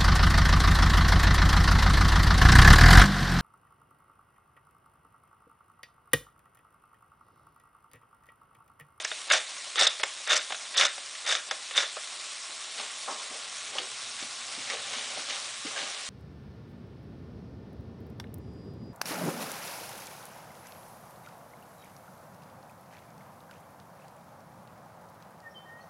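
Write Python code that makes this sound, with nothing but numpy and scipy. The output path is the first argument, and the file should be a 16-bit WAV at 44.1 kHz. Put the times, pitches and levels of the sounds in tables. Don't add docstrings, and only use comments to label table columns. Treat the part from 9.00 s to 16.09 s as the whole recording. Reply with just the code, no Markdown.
import sys
import numpy as np
from scipy import signal
from scipy.fft import rfft, irfft, next_fast_len
from scipy.io import wavfile
from scipy.ndimage import uniform_filter1d, minimum_filter1d, map_coordinates

SR = 44100
rng = np.random.default_rng(int(sys.argv[2]) if len(sys.argv) > 2 else 0)


def boost_factor(decibels):
    exponent = np.asarray(decibels, float) / 20
    return 10 ** exponent


def int16_out(signal):
    q = np.round(np.clip(np.atleast_2d(signal).T, -1, 1) * 32767)
    wavfile.write(sys.argv[1], SR, q.astype(np.int16))


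N = 312669

# f/Hz, reverberation time T60/s
KITCHEN_T60 = [(200, 0.27), (2000, 0.3), (10000, 0.26)]
# t/s, level/dB
DRONE_LEVEL = [
    (0, -94),
    (4.1, -87),
    (4.7, -78),
    (5.1, -73.5),
    (5.37, -75.5),
    (5.65, -71),
    (6.4, -75.5),
    (6.75, -75),
    (7.09, -81),
]
# t/s, level/dB
FRYING = [
    (0.0, -43),
    (1.68, -43),
    (2.05, -44),
    (2.76, -43),
    (3.75, -42.5),
    (4.31, -42.5),
    (5.19, -42),
    (6.08, -41.5),
    (7.09, -42.5),
]
# f/Hz, level/dB per Hz
SIZZLE_SPECTRUM = [(18, -68), (30, -36.5), (408, -17), (496, -18), (574, -10), (981, -13), (1110, -1),
                   (1250, -11.5), (1350, -7), (1520, -9.5), (2190, -6.5), (7990, -8.5), (10200, -12),
                   (13300, -69), (22000, -120)]
# f/Hz, width/Hz, level/dB
PAN = [(3750, 790, 17.5), (570, 82, 1.5), (5510, 230, 17.5), (1110, 33, 21)]
# t of the peak/s, scrape level/dB, rise/s, fall/s, drag over the scrape/dB
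RUBS = [(3.795, -33, 0.051, 0.1, -7), (4.086, -50.5, 0.023, 0.14, 15), (4.33, -49.5, .15, 0.31, 1),
        (4.79, -37.5, 0.15, 0.084, -2.5), (5.228, -41, .012, 0.027, -4), (5.705, -35.5, 0.066, 0.077, -7.5),
        (5.745, -46.5, 0.067, 0.043, -5), (5.94, -36, .06, 0.39, -12), (5.85, -39.5, 0.94, 0.4, -8.5),
        (6.186, -42, 0.23, 0.085, -4), (6.3, -32.5, 0.043, 0.24, -11.5), (6.67, -34, 0.024, 0.038, -17),
        (6.78, -34.5, 0.13, 0.35, -6), (7.07, -43, 0.34, .3, -16)]
# f/Hz, width/Hz, level/dB
SCRAPE = [(1510, 510, -6), (2240, 360, 1.5), (2900, 480, 2.5), (3830, 1120, 3), (4650, 1770, -0.5),
          (6360, 1100, -4.5)]
# f/Hz, width/Hz, level/dB
DRAG = [(250, 53, -8.5), (420, 34, -3.5), (576, 77, -2.5), (793, 63, -0.5), (1210, 150, -4.5)]
# t/s, peak level/dB, f/Hz, T60/s
KNOCKS = [(6.76, -28, 1660, 0.5), (2.9676, -23.5, 1290, 0.062), (3.49, -49, 304, 0.074),
          (3.788, -36.5, 716, 0.14), (3.829, -35, 1010, 0.11), (4.076, -25.5, 1030, 0.4),
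          (4.076, -35, 605, 0.36), (4.078, -32, 1300, 0.16), (4.11, -39, 283, 0.063),
          (4.2, -35, 1050, 0.19), (4.305, -42, 267, 0.23), (4.349, -40.5, 560, 0.24),
          (4.752, -30.5, 540, 0.064), (4.782, -28, 1250, .07), (4.783, -13.5, 3000, 0.061),
          (4.784, -23, 4430, .045), (4.794, -34.5, 410, 0.32),  (5.224, -33.5, 245, 0.092),
          (5.575, -38, 250, 0.18), (5.699, -22.5, 2160, 0.059), (5.735, -28.5, 590, 0.12),
          (5.934, -28.5, 1210, 0.23), (5.964, -38, 236, .079), (6.172, -29, 570, 0.055),
          (6.178, -38, 250, .11), (6.649, -29.5, 232, 0.056), (6.658, -34, 420, .2),
          (6.71, -32, 1130, 0.14), (6.753, -34, 620, .15), (6.812, -41, 245, 0.15)]
# t/s, peak level/dB
TICKS = [
    (3.789, -30),
    (4.753, -33),
    (5.227, -26),
    (5.7006, -20),
    (5.936, -28),
    (6.288, -25),
    (6.301, -23),
    (6.753, -31),
    (6.79, -30),
]
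# t of the grip/s, rise/s, hold/s, crunch level/dB, collar over the crunch/dB
STROKES = [
    (0.292, 0.019, 0.066, -24.5, -1),
    (0.763, .03, 0.081, -25, 2.5),
    (1.267, 0.037, 0.075, -24, -1.5),
    (1.742, 0.068, .058, -23.5, -2.5),
    (2.245, 0.039, 0.081, -27, -3.5),
    (2.738, 0.047, 0.048, -26.5, -0.5),
]
GRIT_OVER_CRUNCH = [3, 5, 1.8, 1, 4.5, 1]
# t/s, peak level/dB, body/dB, collar/dB
SNAPS = [(0.3016, -14, -19, -24), (.3177, -18, -22, -2), (0.3328, -9, -15, -15), (0.3368, -11, -7.5, -14),
         (.757, -18.5, -12, -5), (.7808, -14, -22, -9), (.7911, -31, -20, -7), (.8104, -23, 3, 13),
         (.82, -19, 4, 7), (.8444, -25, -1, 0), (.8674, -20.5, -2.5, 16.5), (1.2741, -18.5, -8, -16),
         (1.3019, -19, -20, -1), (1.33, -10.5, -14, -18), (1.3586, -23, -12, -4), (1.3775, -30, -12, -12),
         (1.7704, -24, -13, -10), (1.7785, -19, -18, 12), (1.794, -20, -3, -1), (1.8102, -9.5, -28, 0),
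         (1.8314, -16, -28, -12), (1.8509, -17.5, -28, 7.5), (2.2644, -18.5, -16, -20),
         (2.276, -19, -22, -9), (2.2914, -25, -2, 1), (2.3236, -13, -9, -0.5), (2.3501, -28, -23, -17),
         (2.7585, -19.5, -17, -3), (2.7833, -25, 1, -2)]
# t/s, peak level/dB, collar/dB
BANGS = [
    (.3128, -11, -12),
    (.3147, -10.5, -8),
    (1.0357, -9, -12),
    (1.3183, -15, 4),
    (1.8208, -8, -6),
    (1.8535, -10.5, -6),
    (2.3512, -12, 0),
    (2.7772, -9, 3),
]
# t/s, peak level/dB, body/dB, grit/dB, T60/s
REGRIPS = [(.0014, -22, -8, -22, 0.017), (0.0479, -16.5, -13, 3.5, 0.038), (0.1151, -16.5, -11, -29, 0.028),
           (0.9962, -23, -7.5, -8, 0.074), (1.033, -13, -5.5, -2, 0.039), (1.5043, -23.5, -3.5, -15, 0.039),
           (1.5216, -18.5, -4.5, -9, .03), (1.545, -25, -14, -6, 0.045), (1.9795, -25, -7.5, -11, 0.027),
           (2.151, -29, -25, -4, 0.043), (2.5107, -15.5, -7.5, -1.5, 0.048),
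           (2.7092, -23.5, -10.5, -13, 0.039), (2.9682, -29.5, 2.5, -22, 0.03)]
# f/Hz, width/Hz, level/dB
BODY = [(560, 137, -3), (633, 38.4, 2), (774, 170, -7)]
# f/Hz, width/Hz, level/dB
CRUNCH = [(1077, 226, -3), (1430, 390, 3.5), (1873, 344, 5), (2220, 284, 4), (2930, 680, -1)]
# f/Hz, width/Hz, level/dB
COLLAR = [(3440, 280, -3), (3647, 250, 5.5), (3750, 1200, -17.5)]
# f/Hz, width/Hz, level/dB
GRIT = [(4860, 1860, -2.5), (5670, 590, 5), (6180, 550, 1.5), (7780, 1160, -4), (9000, 1460, -10)]
MILL_PARTS = [CRUNCH, BODY, COLLAR, GRIT]

GRIP_DB, SAG_DB, LET_GO_STEEPNESS = -16.5, -6, 475
GRIT_LAG_S, GRIT_EDGE_S, GRIT_SAG_DB = 0.022, 0.006, -6.5
BODY_DB = -10
SNAP_GRIT_DB, SNAP_T60_S = -3, 0.035
REGRIP_COLLAR_DB = -7.5
BANG_BODY_DB, BANG_GRIT_DB, BANG_T60_S = -18, -8, 0.007
RUB_FADE_DB = -21.5
KNOCK_WIDTH_HZ, WIDENS, CLICK_DB = 210, 0.7, -15
TICK_T60_S = 0.02
GAP_REACH_S, GAP_CONTRAST_DB, GAP_HZ = 0.017, 6.5, 5200
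TOP_HZ = 10010


def unit(x):
    return x / np.sqrt(np.mean(x ** 2) + 1e-20)


def along(points, hz):
    f, v = np.transpose(points)
    return np.interp(np.log(hz + 1), np.log(f + 1), v)


def curve(rows):
    s, value = np.transpose(rows)
    return np.interp(np.arange(N) / SR, s, value)


def wobble(rate):
    knots = rng.standard_normal(int(N * rate / SR) + 4)
    return map_coordinates(knots, [np.arange(N) * rate / SR])


def filtered(x, response):
    m = next_fast_len(len(x) + 8192)
    return irfft(rfft(x, m) * response(np.fft.rfftfreq(m, 1 / SR)), m)[:len(x)]


def ringing(x, modes):
    def response(f):
        h = 0
        for k, (centre, width, db) in enumerate(modes):
            damping = 1j * f * width
            h = h + (-1) ** k * boost_factor(db) * damping / (centre * centre - f * f + damping)
        return h / np.sqrt(np.mean(np.abs(h) ** 2))
    return filtered(x, response)


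def grains(rate, spread_db, bed):
    hit = rng.random(N) < rate / SR
    size = np.minimum(rng.exponential(size=N), 3.5)
    signs, hiss = rng.standard_normal((2, N))
    impulses = hit * np.sign(signs) * boost_factor(spread_db * size)
    return unit(unit(impulses) + bed * hiss)


def kitchen(x):
    hz, t, z = signal.stft(rng.standard_normal(SR // 2), SR, nperseg=256)
    decay = boost_factor(-60 * t / along(KITCHEN_T60, hz)[:, None])
    tail = signal.istft(z * decay, SR, nperseg=256)[1]
    delayed = np.pad(x, (200, 0))
    return signal.fftconvolve(delayed, tail / np.linalg.norm(tail))[:N]


def drone():
    hum = ringing(rng.standard_normal(N), [(117.3, 24, 1.0), (245, 32, -0.5)])
    hum = ringing(hum, [(118, 33, -7.5), (245, 40, -13)])
    return boost_factor(curve(DRONE_LEVEL) + 12.5 + 1.5 * np.tanh(wobble(22))) * unit(hum)


def sizzle():
    pops = grains(3500, spread_db=3.5, bed=0.97)
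    z = signal.stft(pops, nperseg=256)[2]
    field = uniform_filter1d(uniform_filter1d(rng.standard_normal(z.shape), 5, 0), 12, 1)
    pops = signal.istft(z * boost_factor(1.3 * unit(field)), nperseg=256)[1][:N]
    with_pan = pops + 0.13 * ringing(pops, PAN)
    fizz = unit(filtered(with_pan, lambda hz: boost_factor(along(SIZZLE_SPECTRUM, hz))))
    return boost_factor(curve(FRYING) + 3.5 + 0.49 * wobble(25)) * fizz


def spoon():
    now = np.arange(N) / SR
    rubs = []
    for s, db, rise, fall, _ in RUBS:
        distance = np.maximum((s - now) / rise, (now - s) / fall)
        rubs.append(boost_factor(db + np.maximum(RUB_FADE_DB * distance, -120)))
    scrape = sum(rubs)
    drag = boost_factor([row[-1] for row in RUBS]) @ rubs
    rub = unit(boost_factor(0.9 * np.tanh(wobble(40))) * grains(1800, spread_db=2.0, bed=0.41))
    scraping = ringing(boost_factor(-3.5) * scrape * rub, SCRAPE)
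    return scraping + ringing(boost_factor(-2.5 + 0.5 * wobble(30)) * drag * rub, DRAG)


def knocks():
    out, t = np.zeros(N + SR), np.arange(SR // 4) / SR
    for s, db, hz, t60 in KNOCKS:
        fade = boost_factor(-60 * t / t60) * (1 - np.exp(-t / 0.00076))
        modes = [(hz, KNOCK_WIDTH_HZ * (hz / 1000) ** WIDENS, 0), (2.3 * hz, 300, -20)]
        blow = fade * rng.standard_normal(len(t))
        blow[round(0.001 * SR)] = 9.3
        low = ringing(ringing(blow, modes), [(hz, 1.5 * hz, 0)])
        click = ringing(fade ** 2 * rng.standard_normal(len(t)), SCRAPE)
        knock = low / np.abs(low).max() + boost_factor(CLICK_DB) * click / np.abs(click).max()
        out[round(s * SR):][:len(t)] += boost_factor(db - 3.0) * knock
    for s, db in TICKS:
        burst = boost_factor(-60 * t / TICK_T60_S) * rng.standard_normal(len(t))
        burst[0] = -9.5
        tick = ringing(burst, SCRAPE + GRIT)
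        out[round(s * SR):][:len(t)] += boost_factor(db) * tick / np.abs(tick).max()
    return out[:N]


def flurries():
    dying = boost_factor(-60 * np.arange(SR // 20) / SR / 0.046)
    triggers = np.abs(grains(230, spread_db=1.5, bed=0))
    return 0.65 + unit(signal.fftconvolve(triggers, dying)[:N])


def grinding():
    now, efforts, bites = np.arange(N) / SR, [], []
    for s, rise, hold, *_ in STROKES:
        top, end = s + rise, s + rise + hold
        effort_db = [-90, GRIP_DB, 0, SAG_DB, SAG_DB - 0.19 * LET_GO_STEEPNESS]
        efforts.append(boost_factor(np.interp(now, [s - 0.01, s, top, end, end + 0.24], effort_db)))
        bite_s = s + np.cumsum([GRIT_LAG_S, GRIT_EDGE_S, rise + hold - GRIT_LAG_S, GRIT_EDGE_S])
        bites.append(boost_factor(np.interp(now, bite_s, [-60, 0, GRIT_SAG_DB, -60])))
    peaks, collars = boost_factor(np.transpose(STROKES)[-2:])
    crunch = peaks @ efforts
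    collar = (peaks * collars) @ efforts
    grit = (peaks * boost_factor(GRIT_OVER_CRUNCH)) @ bites
    common = flurries() * grains(1500, spread_db=3.5, bed=0.35)
    out = np.zeros(N)
    for gain, modes in zip([crunch, boost_factor(BODY_DB) * crunch, collar, boost_factor(-3) * grit], MILL_PARTS):
        own = flurries() * grains(1700, spread_db=3.5, bed=0.35)
        cracks = 0.7 * common + own
        out += ringing(boost_factor(-1.0) * gain * unit(cracks), modes)
    return out


def breaks():
    events = [(s, db, body, collar, SNAP_GRIT_DB, SNAP_T60_S) for s, db, body, collar in SNAPS]
    events += [(s, db, body, REGRIP_COLLAR_DB, grit, t60) for s, db, body, grit, t60 in REGRIPS]
    events += [(s, db, BANG_BODY_DB, collar, BANG_GRIT_DB, BANG_T60_S) for s, db, collar in BANGS]
    out, t = np.zeros(N), np.arange(SR // 16) / SR
    for s, db, body_db, collar_db, grit_db, t60 in events:
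        burst = boost_factor(-60 * t / t60) * np.tanh(2.2 * rng.standard_normal(len(t)))
        burst[0] = -3.5
        start = round(s * SR)
        for part_db, modes in zip([0, body_db, collar_db, grit_db], MILL_PARTS):
            ring = ringing(burst, modes)
            out[start:start + len(t)] += boost_factor(db + part_db - 4.0) * ring / np.abs(ring).max()
    return out


def mill():
    return filtered(grinding() + breaks(), lambda hz: 1j * hz / (1j * hz + 220))


def scene():
    near = mill() + knocks() + spoon()
    mono = near + boost_factor(-12.5) * kitchen(near) + sizzle() + drone()
    return np.array([mono, mono])


def treble_gaps(x):
    hz, t, z = signal.stft(x, SR, nperseg=256, noverlap=192)
    band, block = np.arange(len(hz))[:, None] // 3, np.arange(len(t)) // 8
    dice = rng.random((len(hz), len(t)))[band, block]
    treble = hz > GAP_HZ
    power = np.sum(np.abs(z[treble]) ** 2, axis=0)
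    level_db = 10 * np.log10(uniform_filter1d(power, size=5) + 1e-12)
    loudest_near_db = -minimum_filter1d(-level_db, size=round(2 * GAP_REACH_S / t[1]))
    beside_db = loudest_near_db - level_db
    odds = 0.035 * np.clip((hz[:, None] - 4500) / 1500, 0, 1) * np.ones(len(t))
    odds[treble] += np.clip((beside_db - GAP_CONTRAST_DB) / 4, 0, 0.62)
    odds[treble] += 0.1 * (level_db > np.median(level_db) + 6)
    return signal.istft(z * np.where(dice < odds, 0.03, 1), SR, nperseg=256, noverlap=192)[1][:N]


def low_pass(x):
    return signal.sosfilt(signal.butter(12, 11190, fs=SR, output="sos"), x)


def record(dry):
    mic = filtered(dry[0], lambda hz: (1j * hz / (1j * hz + 150)) ** 2)
    bent = 0.0095 * np.tanh(4.2 * mic) ** 2
    thuds = filtered(bent, lambda hz: 1j * hz / (1j * hz + 40) / (1 + 1j * hz / 200))
    low_noise = filtered(rng.standard_normal(N), lambda hz: (hz > 8) / (1 + (hz / 110) ** 2))
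    murmur = boost_factor(-83.0) * unit(low_noise)
    gapped = treble_gaps(mic + thuds + murmur)
    limited = filtered(gapped, lambda hz: 1 / (1 + (hz / TOP_HZ) ** 480) ** 0.5)
    return low_pass(np.array([limited, limited]))


dry = scene()
out = record(dry)
int16_out(out)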